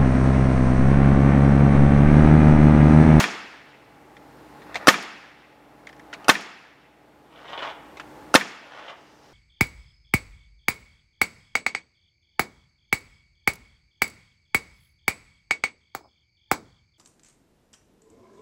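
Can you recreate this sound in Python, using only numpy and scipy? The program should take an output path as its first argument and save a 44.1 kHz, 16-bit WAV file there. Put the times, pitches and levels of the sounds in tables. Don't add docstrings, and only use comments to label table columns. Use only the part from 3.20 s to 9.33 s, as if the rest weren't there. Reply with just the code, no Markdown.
import sys
import numpy as np
from scipy import signal
from scipy.io import wavfile
from scipy.ndimage import uniform_filter1d

SR = 44100
rng = np.random.default_rng(int(sys.argv[2]) if len(sys.argv) > 2 else 0)


def voltage_ratio(decibels):
    exponent = np.asarray(decibels, float) / 20
    return 10 ** exponent


def master_out(mix):
    frames = np.transpose(np.atleast_2d(mix))
    ceiling = np.clip(frames, -1, 1)
    pcm = np.round(ceiling * 32767).astype(np.int16)
    wavfile.write(sys.argv[1], SR, pcm)


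N = 270333
TIME = np.arange(N) / SR


# start_s, blow_db, pressure_db, recorder_gain_after_db
SHOTS = [
    (-.0195, 0, 4, -8),
    (1.6807, 2.5, -0.5, -9.5),
    (3.092, 0, -8, -12),
    (5.1505, 1.5, -9, -11.5),
]


def after(delay_s, db, slope=1.0, column=1):
    return [(row[0] + delay_s, db + slope * row[column]) for row in SHOTS]


# pitch_hz, level_db, t60_s
HEAD = [(1380, -1, .014), (800, -14, .02), (2700, -12, .008), (3800, -16, .006), (4900, -12, .007),
        (5800, -16, .007), (8500, -22, .005), (11500, -25, .005)]


def valve_knock():
    lead_s, level_db = .0088, -5
    return strike(after(-lead_s, level_db, 1.2)[1:], HEAD, chatter_db=-12.5, chatter_t60=0.044, sign=-1.4)


# pitch_hz, level_db, t60_s
PANEL = [(269, -3.5, 0.019), (517, -14.5, 0.065), (3500, -20, 0.0057), (8300, -20.5, 0.0045),
         (10050, -17.5, 0.005)]
# pitch_hz, level_db, t60_s
SHEET = [(894, -1, 0.026), (1090, -2, 0.027), (1530, -10.5, 0.057), (2500, -13, .01)]


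def nail_blow():
    drive_s = .0009
    push = strike(after(-drive_s, 0)[1:], PANEL, chatter_db=-9.0, chatter_t60=0.0074)
    return push + strike(after(0, 0)[1:], SHEET, chatter_db=-11, chatter_t60=.045)


# delay_s, level_db
BUMPER = [
    (.0043, -2.5),
    (.0066, -1),
    (.0115, -9.5),
]
# pitch_hz, level_db, t60_s
CYLINDER = [(1240, -20.5, 0.066), (1803, -7, 0.025), (2080, -5, 0.011), (2566, -9.5, 0.015),
            (3190, -9.5, 0.014), (3630, -12.5, 0.019), (4050, -7, 0.0067), (5240, -13, 0.016),
            (6650, -28.5, .008), (8100, -30, 0.0027), (11000, -31.5, .005)]


def piston_on_bumper():
    hits = []
    for delay_s, db in BUMPER:
        hits += after(delay_s, db)[1:]
    return strike(hits, CYLINDER, chatter_db=-12, chatter_t60=0.006)


# pitch_hz, level_db, t60_s
STOP = [(1274, -13.5, 0.031), (1820, -0.5, 0.011), (2310, -8.5, 0.03), (3220, -15.5, .008),
        (4100, -31.5, 0.006)]


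def piston_return():
    delay_s, level_db, pressure_slope, top_hz = .0605, -14.5, 0.44, 4527
    knocks = after(delay_s, level_db, pressure_slope, column=2)
    return low_pass(strike(knocks, STOP, chatter_db=-6.5, chatter_t60=.04), top_hz)


# pitch_hz, level_db (per Hz)
EXHAUST = [(1200, -4.5), (2500, 8), (5500, 6), (7500, -9), (9500, -1), (13000, -16), (16000, -15)]
# start_s, level_db
LATE_ECHOES = [(1.825, -36), (3.208, -39)]


def exhaust():
    puff_s, puff_t60_s, puff_db, pressure_slope = 0.046, 0.063, -27.5, 0.7
    spurt_s, spurt_db = 0.019, puff_db + 1.5
    trigger_lead_s, trigger_db = 0.011, -36.5
    whistle_hz, whistle_db = 11070, -82

    jet = rms_one(sum(voltage_ratio(at_hz(EXHAUST, hz)) * band for hz, band in bands(N, above_hz=640)))
    spurts = after(spurt_s, spurt_db, 1.0, column=2) + LATE_ECHOES
    spurts += after(-trigger_lead_s, trigger_db)[1:]
    puff = bursts(after(puff_s, puff_db, pressure_slope, column=2), puff_t60_s)
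    flow = uniform_filter1d(puff + bursts(spurts, 0.048), size=300)
    flutter = voltage_ratio(1.1 * drift(90))

    leak = sum(np.exp(-((TIME - s - .3) / 0.043) ** 2) for s, *_ in SHOTS[1:])
    whistle = rms_one(narrow(rng.standard_normal(N), whistle_hz, 90))
    return jet * flow * flutter + voltage_ratio(whistle_db) * leak * whistle


def nailer():
    sheet_low_hz, top_hz = 216, 9800
    blows = valve_knock() + nail_blow() + piston_on_bumper() + piston_return()
    return high_pass(low_pass(blows, top_hz), sheet_low_hz, order=3) + exhaust()


# start_s, level_db (peak), pitch_hz, brightness_db, wood_db
CLINKS = [(0.9667, -38, 1930, -18, -10), (1.4186, -39.5, 1940, -21, -2), (1.5437, -22.5, 2100, -12.5, -8.5),
          (1.555, -17.5, 2080, -23, 3), (2.669, -30, 1980, -13.5, -9.5), (2.69, -36, 1780, -11, -2.5),
          (2.727, -41, 1780, -8.5, -7), (2.7644, -53, 1830, -2, -4), (2.795, -38.5, 1850, -12, -22.5),
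          (2.9285, -24, 1640, -22, -12), (2.936, -27, 2230, -9.5, 0.5), (3.0437, -34.5, 2600, -10.5, -1),
          (4.7698, -35.5, 2080, -13, 3.5), (4.7975, -26.5, 1450, -15.5, -1)]


def clinks():
    t60_s, width_hz, wood_hz, wood_lasts = 0.044, 850, 750, 1.9
    age = np.arange(4000) / SR
    fade = voltage_ratio(-60 * age / t60_s)
    wood_fade = fade ** (1 / wood_lasts - 1)
    out = np.zeros(N)
    for s, db, hz, bright_db, wood_db in CLINKS:
        rattle = rng.standard_normal(len(age)) * fade * np.minimum(age / .001, 1)
        main = narrow(rattle, hz, width_hz)
        overtone = resonance(rattle, hz * 1.7, 600)
        wood = resonance(rattle * wood_fade, wood_hz, 1200)
        tick = low_pass(resonance(rattle * np.sqrt(fade), 4700, 2600), 5600)
        body = low_pass(3.43 * main + 1.4 * overtone + voltage_ratio(wood_db + 3.0) * wood, 4200)
        start = round(s * SR)
        out[start:start + len(age)] += voltage_ratio(db) * (body + voltage_ratio(bright_db + 9.0) * tick)
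    return out


# pitch_hz, width_hz, level_db
RUB = [(523, 300, 5.5), (875, 1000, 4), (1470, 520, 6), (1760, 900, -3.5), (2930, 330, 1),
       (3500, 630, -5.5), (2530, 140, -12)]


def rubbed_sheet(grains, modes, top_hz):
    rung = sum(voltage_ratio(db) * (-1) ** k * resonance(grains, hz, w) for k, (hz, w, db) in enumerate(modes))
    return rms_one(low_pass(rung, top_hz))


# start_s, stop_s, start_level_db, stop_level_db, brightness_db
DRAGS = [
    (1.585, 1.65, -30.5, -36, -10),
    (2.936, 3.065, -46.5, -40, -5),
    (4.193, 4.471, -42.5, -32, 1),
    (4.509, 4.76, -45, -66.5, 4.5),
    (5.462, 5.70, -41.5, -34, 0.5),
    (5.747, 6.1, -61, -56, 5.5),
]
# start_s, level_db (peak), tool_ring_db
JOLTS = [(4.159, -38, -9), (4.249, -30, -20), (4.28, -28.5, -3), (4.333, -18, -8.5), (4.377, -17, -7),
         (4.394, -30.5, -12), (4.424, -16, -14), (4.448, -16.5, -15), (4.474, -32.5, -7.5),
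         (5.555, -39, -18), (5.618, -41, -7), (5.681, -29, -8), (5.696, -43, 2)]


def drag():
    onset_db_s, release_db_s = 120.5, 260
    ring_db, hiss_db, hiss_follows = -7, -15.5, 0.36
    hose_s, hose_db, squeak_s, squeak_db = 5.72, -68.5, 6.0, -73

    sizes = voltage_ratio(5.6 * np.minimum(rng.exponential(1, N), 4))
    grains = sizes * rng.choice([-1, 1], N) * (rng.random(N) < 4000 / SR)
    dull = rubbed_sheet(grains, RUB[:4], 3500)
    keen = rubbed_sheet(grains, RUB[4:], 4500)
    dust = rms_one(grains) + 1.5 * rng.standard_normal(N)
    hiss = rms_one(low_pass(resonance(dust, 5000, 1900), 7500))

    jolts = bursts([(s, db) for s, db, _ in JOLTS], 0.046)
    tool_rings = bursts([(s, db + tool_db) for s, db, tool_db in JOLTS], 0.035)
    out = voltage_ratio(-12.5) * uniform_filter1d(jolts, size=350) * dull
    out += voltage_ratio(-2.5) * uniform_filter1d(tool_rings, size=200) * keen

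    for start, stop, start_db, stop_db, bright_db in DRAGS:
        edges_db = onset_db_s * np.maximum(start - TIME, 0) + release_db_s * np.maximum(TIME - stop, 0)
        level_db = np.interp(TIME, [start, stop], [start_db, stop_db]) - np.minimum(edges_db, 150)
        level = voltage_ratio(level_db - 12 + 3.0 * drift(44))
        stroke_hiss = voltage_ratio(bright_db + hiss_db + hiss_follows * (level_db + 33)) * hiss
        out += level * (dull + voltage_ratio(bright_db + ring_db) * keen + stroke_hiss)

    out += voltage_ratio(hose_db) * np.clip((TIME - hose_s) / 0.057, 0, 1) * hiss
    squeak = rms_one(resonance(resonance(grains, 5430, 700), 4600, 700))
    return out + voltage_ratio(squeak_db) * np.clip((TIME - squeak_s) / 0.037, 0, 1) * squeak


# pitch_hz, level_db (per Hz)
TAIL = [(60, -17.5), (200, 12.5), (600, -1.5), (2000, 0.5), (4000, -9), (5800, -7), (8000, -16),
        (15000, -25.5)]
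# pitch_hz, t60_s
TAIL_T60 = [(100, 0.26), (300, 0.41), (1000, 0.76), (2500, 0.83), (4200, 0.7), (6000, 0.46), (7500, 0.38),
            (12000, 0.2)]


def echo_pattern():
    near_db, near_t60_s, mid_db, far_db, far_t60_times = -20.5, 0.1, -36.5, -51.5, 2.5
    build_cycles, patchy_db = 21, 2
    age = TIME[:2 * SR]
    answer = np.zeros(len(age))
    for hz, band in bands(len(age)):
        t60_s = at_hz(TAIL_T60, hz)
        rafters = voltage_ratio(near_db - 60 * age / near_t60_s)
        trees = voltage_ratio(mid_db - 60 * age / t60_s) + voltage_ratio(far_db - 60 * age / t60_s / far_t60_times)
        clumps = voltage_ratio(at_hz(TAIL, hz) + patchy_db * drift(60, size=len(age)))
        build_up = np.minimum(age * hz / build_cycles, 1)
        answer += clumps * build_up * band * (rafters + trees)
    return answer


def site(rubbing):
    shot_db, pressure_slope, clink_db, rubbing_db = -7.5 + 26, .5, 5, -3
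    lead = 2000
    sent = np.r_[np.zeros(lead), voltage_ratio(rubbing_db) * rubbing]
    for s, db in after(0, shot_db, pressure_slope, column=2):
        sent[lead + round(s * SR)] += voltage_ratio(db)
    for s, db, *_, wood_db in CLINKS:
        sent[lead + round(s * SR)] += voltage_ratio(db + wood_db + clink_db)
    return signal.fftconvolve(sent, echo_pattern())[lead:lead + N]


# pitch_hz, level_db (per Hz)
AIR = [(20, -22.5), (50, -1), (120, -6.5), (330, -2), (800, -5.5), (1700, -12.5), (3300, -24),
       (15600, -36.5)]


def site_air():
    return voltage_ratio(-47) * rms_one(sum(voltage_ratio(at_hz(AIR, hz) + .8 * drift(0.67)) * band for hz, band in bands(N)))


# pitch_hz, width_hz, level_db
HUM = [(59, 5.3, -54.5), (140, 6, -60), (299, 15, -55), (462, 30, -64), (833, 61, -55)]


def far_engine():
    out = np.zeros(N)
    for hz, width_hz, db in HUM:
        tone = rms_one(resonance(drone(hz, width_hz), hz, 2 * width_hz))
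        out += voltage_ratio(db + 0.5 * drift(5.7)) * tone
    return out


def background():
    hold_s, recovery_db_s = 0.55, 9
    gain_db = np.zeros(N)
    for s, *_, after_db in SHOTS:
        since = TIME >= s
        recovered_db = recovery_db_s * np.maximum(TIME[since] - s - hold_s, 0)
        gain_db[since] = np.minimum(after_db + recovered_db, 0)
    return voltage_ratio(gain_db) * (site_air() + far_engine())


def strike(events, modes, chatter_db, chatter_t60, spread_db=1.5, sign=1):
    white_slope = np.diff(rng.standard_normal(N + 1))
    chatter = voltage_ratio(chatter_db) * bursts(events, chatter_t60) * white_slope
    scatter = rng.standard_normal((len(events), len(modes)))
    out = np.zeros(N)
    for k, (hz, db, t60) in enumerate(modes):
        force = chatter.copy()
        for (s, blow_db), chance in zip(events, scatter[:, k]):
            force[round(s * SR)] += sign * voltage_ratio(blow_db + spread_db * chance)
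        out += voltage_ratio(db) * ring(force, hz, t60)
    return out


def bursts(events, t60):
    return sum(voltage_ratio(db - 60 * np.clip(TIME - s, 0, 9 * t60) / t60) * (TIME >= s) for s, db in events)


def ring(x, hz, t60):
    r, w = voltage_ratio(-60 / (t60 * SR)), 2 * np.pi * hz / SR
    return signal.lfilter([0, np.sin(w)], [1, -2 * r * np.cos(w), r * r], x + 1e-18)


def resonance(x, hz, width_hz):
    r, w = np.exp(-np.pi * width_hz / SR), 2 * np.pi * hz / SR
    return signal.lfilter(np.array([1, 0, -1]) * (1 - r * r) / 2, [1, -2 * r * np.cos(w), r * r], x)


def narrow(x, hz, width_hz):
    return resonance(resonance(x, hz, width_hz), hz, width_hz)


def low_pass(x, hz):
    return signal.sosfilt(signal.butter(2, hz, fs=SR, output="sos"), x)


def high_pass(x, hz, order):
    return signal.sosfilt(signal.butter(order, hz, "high", fs=SR, output="sos"), x)


def bands(size, above_hz=0):
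    white = rng.standard_normal((2, size))
    edges = 22 * 2 ** np.arange(0, 9.7, 1 / 3)
    out = []
    for k, (low, high) in enumerate(zip(edges, edges[1:])):
        if low > above_hz:
            sos = signal.butter(2, [low, high], "band", fs=SR, output="sos")
            out.append((np.sqrt(low * high), signal.sosfilt(sos, white[k % 2])))
    return out


def drone(hz, width_hz):
    wander = np.sqrt(2 * np.pi * width_hz / SR) * rng.standard_normal(N)
    return rms_one(np.sin(np.cumsum(2 * np.pi * hz / SR + wander)))


def drift(rate, size=N):
    knots = rng.standard_normal(400)
    return np.interp(TIME[:size] * rate, np.arange(len(knots)), knots)


def at_hz(points, hz):
    pitch_hz, values = np.transpose(points)
    return np.interp(np.log(hz), np.log(pitch_hz), values)


def rms_one(x):
    return x / np.sqrt(np.mean(x ** 2) + 1e-20)


def scene():
    rubbing = drag()
    return (nailer() + clinks() + rubbing + site(rubbing) + background())[None]


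def top_cut(x):
    return signal.sosfilt(signal.butter(12, 15720, fs=SR, output="sos"), x)


def record(dry):
    ceiling, mic_low_hz = .99, 102
    clipped = dry / (1 + np.abs(dry / ceiling) ** 6) ** (1 / 6)
    return top_cut(high_pass(clipped, mic_low_hz, order=2))


dry = scene()
out = record(dry)
master_out(out)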